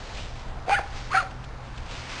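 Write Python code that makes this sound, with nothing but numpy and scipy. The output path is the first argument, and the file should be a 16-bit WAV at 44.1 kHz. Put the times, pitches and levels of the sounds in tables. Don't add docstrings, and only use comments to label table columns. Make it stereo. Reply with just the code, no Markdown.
import sys
import numpy as np
from scipy import signal
from scipy.fft import rfft, irfft
from scipy.io import wavfile
from scipy.ndimage import uniform_filter1d

SR = 44100
rng = np.random.default_rng(int(sys.argv[2]) if len(sys.argv) > 2 else 0)


def elevation(decibels):
    levels = np.asarray(decibels, float)
    return 10 ** (levels / 20)


def file_out(sig):
    cols = np.atleast_2d(sig).T
    lim = np.clip(cols, -1, 1)
    pcm = np.round(lim * 32767).astype(np.int16)
    wavfile.write(sys.argv[1], SR, pcm)


N = 97020

# (time [s], pitch [Hz], level [dB], roughness [0-1])
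CHEST = [
    [(.664, 726.3, -44, 0.21), (.68, 735, -35.5, 0.48), (.697, 769.6, -24.5, 0.16),
     (.712, 761.5, -26.5, 0.5), (.72, 807, -18.5, 0.07), (.734, 813.5, -17, 0), (.743, 805, -24.5, 0.04),
     (.749, 845, -40, 0.3), (.762, 794, -70, 0.3)],
    [(1.134, 770, -50, .3), (1.143, 770, -29, .3), (1.149, 778, -16, .2), (1.158, 768, -21, .3),
     (1.165, 756, -21.5, 0.26), (1.176, 762, -28, 0.2), (1.19, 756, -34.5, 0.08), (1.205, 750, -57, 0.25)],
]
# (time [s], pitch [Hz], level [dB])
SQUEAK = [
    [(.698, 600, -44), (.704, 765, -23.5), (.711, 1194, -30), (.717, 1520, -27), (.728, 1640, -44)],
    [(1.104, 933, -45), (1.112, 1032, -33.5), (1.121, 1200, -31), (1.131, 1440, -29), (1.14, 1780, -35),
     (1.148, 2090, -24)],
]
# (time [s], pitch [Hz], level [dB])
RASP = [
    [(.733, 2800, -48), (.74, 2835, -37), (.75, 2920, -36), (.757, 2980, -48)],
    [(1.122, 1128, -44), (1.132, 1184, -36), (1.141, 1375, -30), (1.15, 1490, -32), (1.157, 1450, -21),
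     (1.163, 1580, -23), (1.168, 1600, -45)],
]
# (time [s], pitch [Hz], level [dB])
WHISTLE = [
    [(.737, 1414, -51), (.742, 1421, -22), (.754, 1452, -18.5), (.758, 1579, -27.5), (.77, 1774, -24.5),
     (.779, 1662, -28), (.788, 1256, -27.5), (.795, 756, -33.5), (.802, 450, -33.5)],
    [(1.163, 1260, -45), (1.171, 1315, -17), (1.18, 1356, -18), (1.19, 1433, -20), (1.2, 1390, -22),
     (1.21, 1190, -26.5), (1.219, 1093, -37), (1.226, 1020, -45)],
]
# (second [dB], third [dB])
WHISTLE_OVERTONES_DB = (-22, -36)
# (time [s], pitch [Hz], level [dB])
JAW = [
    [(.738, 2400, -45), (.744, 2300, -29), (.752, 2080, -29), (.759, 1880, -35), (.765, 1780, -50)],
    [(1.162, 2150, -45), (1.169, 1970, -30), (1.177, 1720, -30), (1.187, 1680, -42), (1.2, 1640, -50)],
]
# (time [s], pitch [Hz], level [dB])
GRUNT = [
    [(.672, 470, -48), (.682, 482, -37), (.695, 487, -42), (.708, 484, -43), (.718, 475, -47)],
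    [(1.222, 760, -37), (1.229, 699, -32), (1.238, 572, -40), (1.25, 535, -39.5), (1.26, 520, -55)],
]
# (second harmonic [dB], third [dB], half-pitch lines [dB], breath [dB])
VOICE_MIX = [
    (-16, -9.5, -21.5, -20.5),
    (-16, -11.5, -18, -19.5),
]
# (centre [Hz], width [Hz], level [dB])
THROAT = [
    [(575, 420, -1), (1440, 180, 9), (2245, 400, 8), (2820, 980, -1), (4500, 190, 5), (4740, 110, -2.5)],
    [(770, 310, -5), (1486, 660, 4), (2160, 510, -2), (2950, 1350, -10), (4320, 155, 5), (4650, 280, -5)],
]
# (time [s], level [dB], low ring [dB], brightness [dB])
POPS = [
    (.682, -22, -1.5, -10),
    (.6952, -13, -8.5, -8),
    (.793, -20, -1, -12),
    (1.227, -28, -7, -16),
]
# (delay [s], level [dB])
ECHOES = [
    (.054, -16),
    (.078, -30),
    (.108, -28),
]
# (time [s], level [dB])
GUST = [(0, -48.5), (.08, -49), (.16, -42.5), (.3, -48.5), (.5, -56.5), (.66, -58.5), (.92, -50.5),
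        (.97, -44), (1.03, -47), (1.08, -49.5), (1.3, -56), (1.6, -55.5), (1.85, -49.5), (1.92, -44),
        (2., -43), (2.1, -41.5), (2.15, -42.5), (2.2, -38.5)]
# (frequency [Hz], density [dB per Hz])
LEAVES = [(300, 1), (900, 2), (2000, 4), (3200, 3.5), (4400, 4), (5600, 2)]
# (time [s], peak level [dB])
CRACKS = [(0.393, -34.5), (0.4823, -41), (1.3083, -36), (1.4407, -32), (1.5409, -46), (1.7772, -30),
          (1.8632, -41), (1.9114, -28.5)]
# (frequency [Hz], density [dB per Hz])
AIR = [(90, -28.5), (150, -20), (300, -9), (600, -5.5), (800, -3), (1400, -8), (3000, -20), (5600, -23)]
# (time [s], level [dB])
BUFFET = [(0, -42), (.2, -35.5), (.4, -38), (.52, -34), (.62, -38.5), (1., -37.5), (1.3, -39), (1.7, -39),
          (1.9, -37), (2.2, -43.5)]
# (frequency [Hz], level [dB])
MOTOR = [
    (58, -59),
    (124, -42.5),
    (249, -57.5),
]
# (time [s], offset [full scale])
OFFSET = [(0, .152), (.08, .162), (.15, .145), (.24, .149), (.32, .158), (.66, .145), (.695, .162),
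          (.72, .142), (.76, .162), (.805, .144), (.83, .151), (.96, .143), (1.025, .16), (1.1, .143),
          (1.125, .158), (1.146, .147), (1.168, .162), (1.188, .147), (1.21, .158), (1.27, .162),
          (1.36, .152), (1.45, .1425), (2.11, .152)]


def unit(x):
    return x / np.sqrt(np.mean(x ** 2))


def band(x, hz, width):
    return signal.lfilter(*signal.iirpeak(hz, hz / width, fs=SR), x)


def walk(rate):
    hold = int(SR / rate)
    steps = np.repeat(rng.standard_normal(N // hold + 1), hold)
    return 1.306 * uniform_filter1d(uniform_filter1d(steps, hold), hold)[:N]


def curve(table, column=1):
    a = np.array(table, float)
    return np.interp(np.arange(N) / SR, a[:, 0], a[:, column])


def voiced(table):
    t = np.arange(N) / SR
    return elevation(curve(table, column=2)) * np.sqrt(2) * (t > table[0][0]) * (t < table[-1][0])


def turns(hz):
    return 2 * np.pi * np.cumsum(hz) / SR


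def colour(x, spectrum, flicker_db):
    a = np.array(spectrum, float)
    f = np.arange(N // 2 + 1) * SR / N + 1
    shaped = rfft(x) * elevation(np.interp(np.log(f), np.log(a[:, 0] + 1), a[:, 1]))
    out = 0
    for octave in np.arange(4, 14.5, .5):
        window = np.clip(1 - 2 * abs(np.log2(f) - octave), 0, 1)
        out = out + irfft(shaped * window, N) * elevation(flicker_db * walk(14.2))
    return unit(out)


def leaf_rustle():
    grains_per_s, spread_db, grain_db = 3000, 2.5, -4
    hits = (rng.random(N) < grains_per_s / SR) * rng.choice([-1, 1], N)
    hits = hits * elevation(spread_db * np.minimum(rng.exponential(size=N), 5))
    bed = colour(rng.standard_normal(N) + elevation(grain_db) * unit(hits), LEAVES, 1.56)
    return bed * elevation(curve(GUST) + 8.5 + walk(24.96))


def leaf_cracks():
    decay_s, trim_db = 0.0093, -8.5
    t, envelope = np.arange(N) / SR, 0
    for s, db in CRACKS:
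        envelope = envelope + elevation(db + trim_db) * np.exp(-((t - s) / decay_s) ** 2) * (t > s)
    return envelope * unit(band(rng.standard_normal(N), 3000, 3400))


def distant_air():
    return elevation(-44) * colour(rng.standard_normal(N), AIR, 2.0)


def motor():
    come_in_s = 0.53
    shaft = np.cumsum(1 + 0.01483 * walk(5.98)) / SR
    hum = sum(elevation(db + 2.15 * walk(10.86)) * np.sin(2 * np.pi * hz * shaft) for hz, db in MOTOR)
    return hum * np.interp(np.arange(N) / SR, [come_in_s - .1, come_in_s + 0.075], [elevation(-9.0), 1])


def low_noise(hz):
    width = 1.72 * hz
    return unit(band(band(rng.standard_normal(N), hz, width), hz, width))


def wind():
    rumble = elevation(-49) * low_noise(87.5)
    return rumble + elevation(curve(BUFFET)) * low_noise(28)


def chest_voice(chest, rough, phase, level, second_db, third_db, half_db):
    full_voice_db = -19.5
    pressed = np.minimum(voiced(chest) / elevation(full_voice_db), 1) ** 2
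    pressed = pressed * elevation((1 + 14 * rough) * walk(240))
    overtones = elevation(second_db) * np.sin(2 * phase) + elevation(third_db) * np.cos(3 * phase)
    overtones = overtones + elevation(half_db) * (np.sin(1.5 * phase) + np.sin(2.5 * phase))
    return level * (np.sin(phase) + pressed * overtones)


def thin_glide(glide):
    level = voiced(glide) * elevation(4 * walk(300))
    return level * np.sin(turns(curve(glide) * (1 + .035 * walk(350))))


def squeak_voice(squeak):
    phase = turns(curve(squeak) * (1 + .02 * walk(300)))
    level = voiced(squeak) * elevation(1.5 * walk(350))
    return level * (np.sin(phase) + elevation(-19 + 5 * walk(400)) * np.sin(2 * phase)), level


def whistle_voice(phase, level):
    second_db, third_db = WHISTLE_OVERTONES_DB
    return level * (np.sin(phase) + elevation(second_db) * np.cos(2 * phase) + elevation(third_db) * np.sin(3 * phase))


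def breath(power, phase, breath_db, throat):
    release_s = 0.029
    effort = abs(uniform_filter1d(power, size=300)) ** 0.4
    fade = np.exp(-1 / (release_s * SR))
    effort = np.maximum(effort, elevation(-5) * signal.lfilter([1 - fade], [1, -fade], effort))
    puff = effort * elevation(1.36 * walk(260)) * (1 + 0.32 * np.sin(phase)) * rng.standard_normal(N)
    rung = sum(elevation(db) * band(band(puff, hz, 2 * w), hz, 2 * w) for hz, w, db in throat)
    return elevation(breath_db + 9.0) * rung


def bark(chest, squeak, whistle, jaw, grunt, rasp, mix, throat):
    second_db, third_db, half_db, breath_db = mix
    rough = np.clip(curve(chest, column=3), 0, 1)
    chest_phase = turns(curve(chest) * (1 + .08 * rough * walk(300)))
    whistle_phase = turns(curve(whistle) * (1 + .005 * walk(250)))
    chest_level = voiced(chest) * elevation(7 * rough * walk(260))
    whistle_level = voiced(whistle) * elevation(.8 * walk(200))
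    out = chest_voice(chest, rough, chest_phase, chest_level, second_db, third_db, half_db)
    out = out + whistle_voice(whistle_phase, whistle_level)
    thin, thin_level = squeak_voice(squeak)
    out = out + thin + thin_glide(jaw) + thin_glide(grunt) + thin_glide(rasp)
    power = voiced(chest) ** 2 + whistle_level ** 2 + 5 * (thin_level ** 2 + voiced(rasp) ** 2)
    return out + breath(power, chest_phase, breath_db, throat)


def pops():
    click, thud, tick = np.zeros(N), np.zeros(N), np.zeros(N)
    for s, db, low_db, top_db in POPS:
        i = int(s * SR)
        click[i] = -elevation(db)
        thud[i] = elevation(db + low_db)
        tick[i] = -elevation(db + top_db)
    bright = elevation(17) * band(click, 1500, 900)
    bright = bright + elevation(15) * band(tick, 2600, 900) + elevation(11) * band(tick, 4450, 500)
    return bright + elevation(37.5) * band(click, 742, 160) + elevation(26.5) * band(thud, 354, 670)


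def yard(x):
    tail_t60_s, tail_db, scatter_db = 0.4, -24, -15
    treble_db, flutter_db = -9, 1.5
    ring_t60_s, ring_db = .9, -47
    t = np.arange(int(.5 * SR)) / SR
    tail = band(rng.standard_normal(len(t)), 1740, 2500)
    tail = tail * np.exp(-np.log(1000) * t / tail_t60_s) * np.clip(t / 0.021, 0, 1)
    tail = tail / np.sqrt(np.sum(tail ** 2))
    response = elevation(tail_db) * tail
    for s, db in ECHOES:
        response[int(s * SR)] += elevation(db)
    wet = signal.fftconvolve(x, response)[:N]
    scattered = elevation(scatter_db) * signal.fftconvolve(x, tail)[:N]
    low = band(band(wet, 800, 340), 800, 340)
    high = band(wet + scattered, 1400, 1600) * elevation(flutter_db * walk(150))
    corner = band(rng.standard_normal(len(t)), 800, 60)
    corner = corner * np.exp(-np.log(1000) * t / ring_t60_s) * (t > .06)
    ring = signal.fftconvolve(x, corner)[:N]
    return x + low + elevation(treble_db) * high + elevation(ring_db) * ring


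def scene():
    yaps = zip(CHEST, SQUEAK, WHISTLE, JAW, GRUNT, RASP, VOICE_MIX, THROAT)
    dog = sum(bark(*parts) for parts in yaps) + pops()
    mono = yard(dog) + leaf_rustle() + leaf_cracks() + distant_air() + motor() + wind()
    return np.array([mono, mono])


def roll_off(x):
    return signal.sosfilt(signal.butter(12, 10890, fs=SR, output="sos"), x)


def record(dry):
    n, steps = np.arange(N), np.array(OFFSET)
    slow = signal.sosfilt(signal.butter(6, 5700, fs=SR, output="sos"), dry[0])
    x = np.interp(n, n[::4], slow[::4])
    x = signal.sosfilt(signal.ellip(8, .2, 70, 10500, fs=SR, output="sos"), x)
    row = np.searchsorted(steps[:, 0], n / SR, side="right") - 1
    offset = uniform_filter1d(steps[row, 1], size=130)
    return roll_off(x + offset * np.array([[1], [-1]]))


dry = scene()
out = record(dry)
file_out(out)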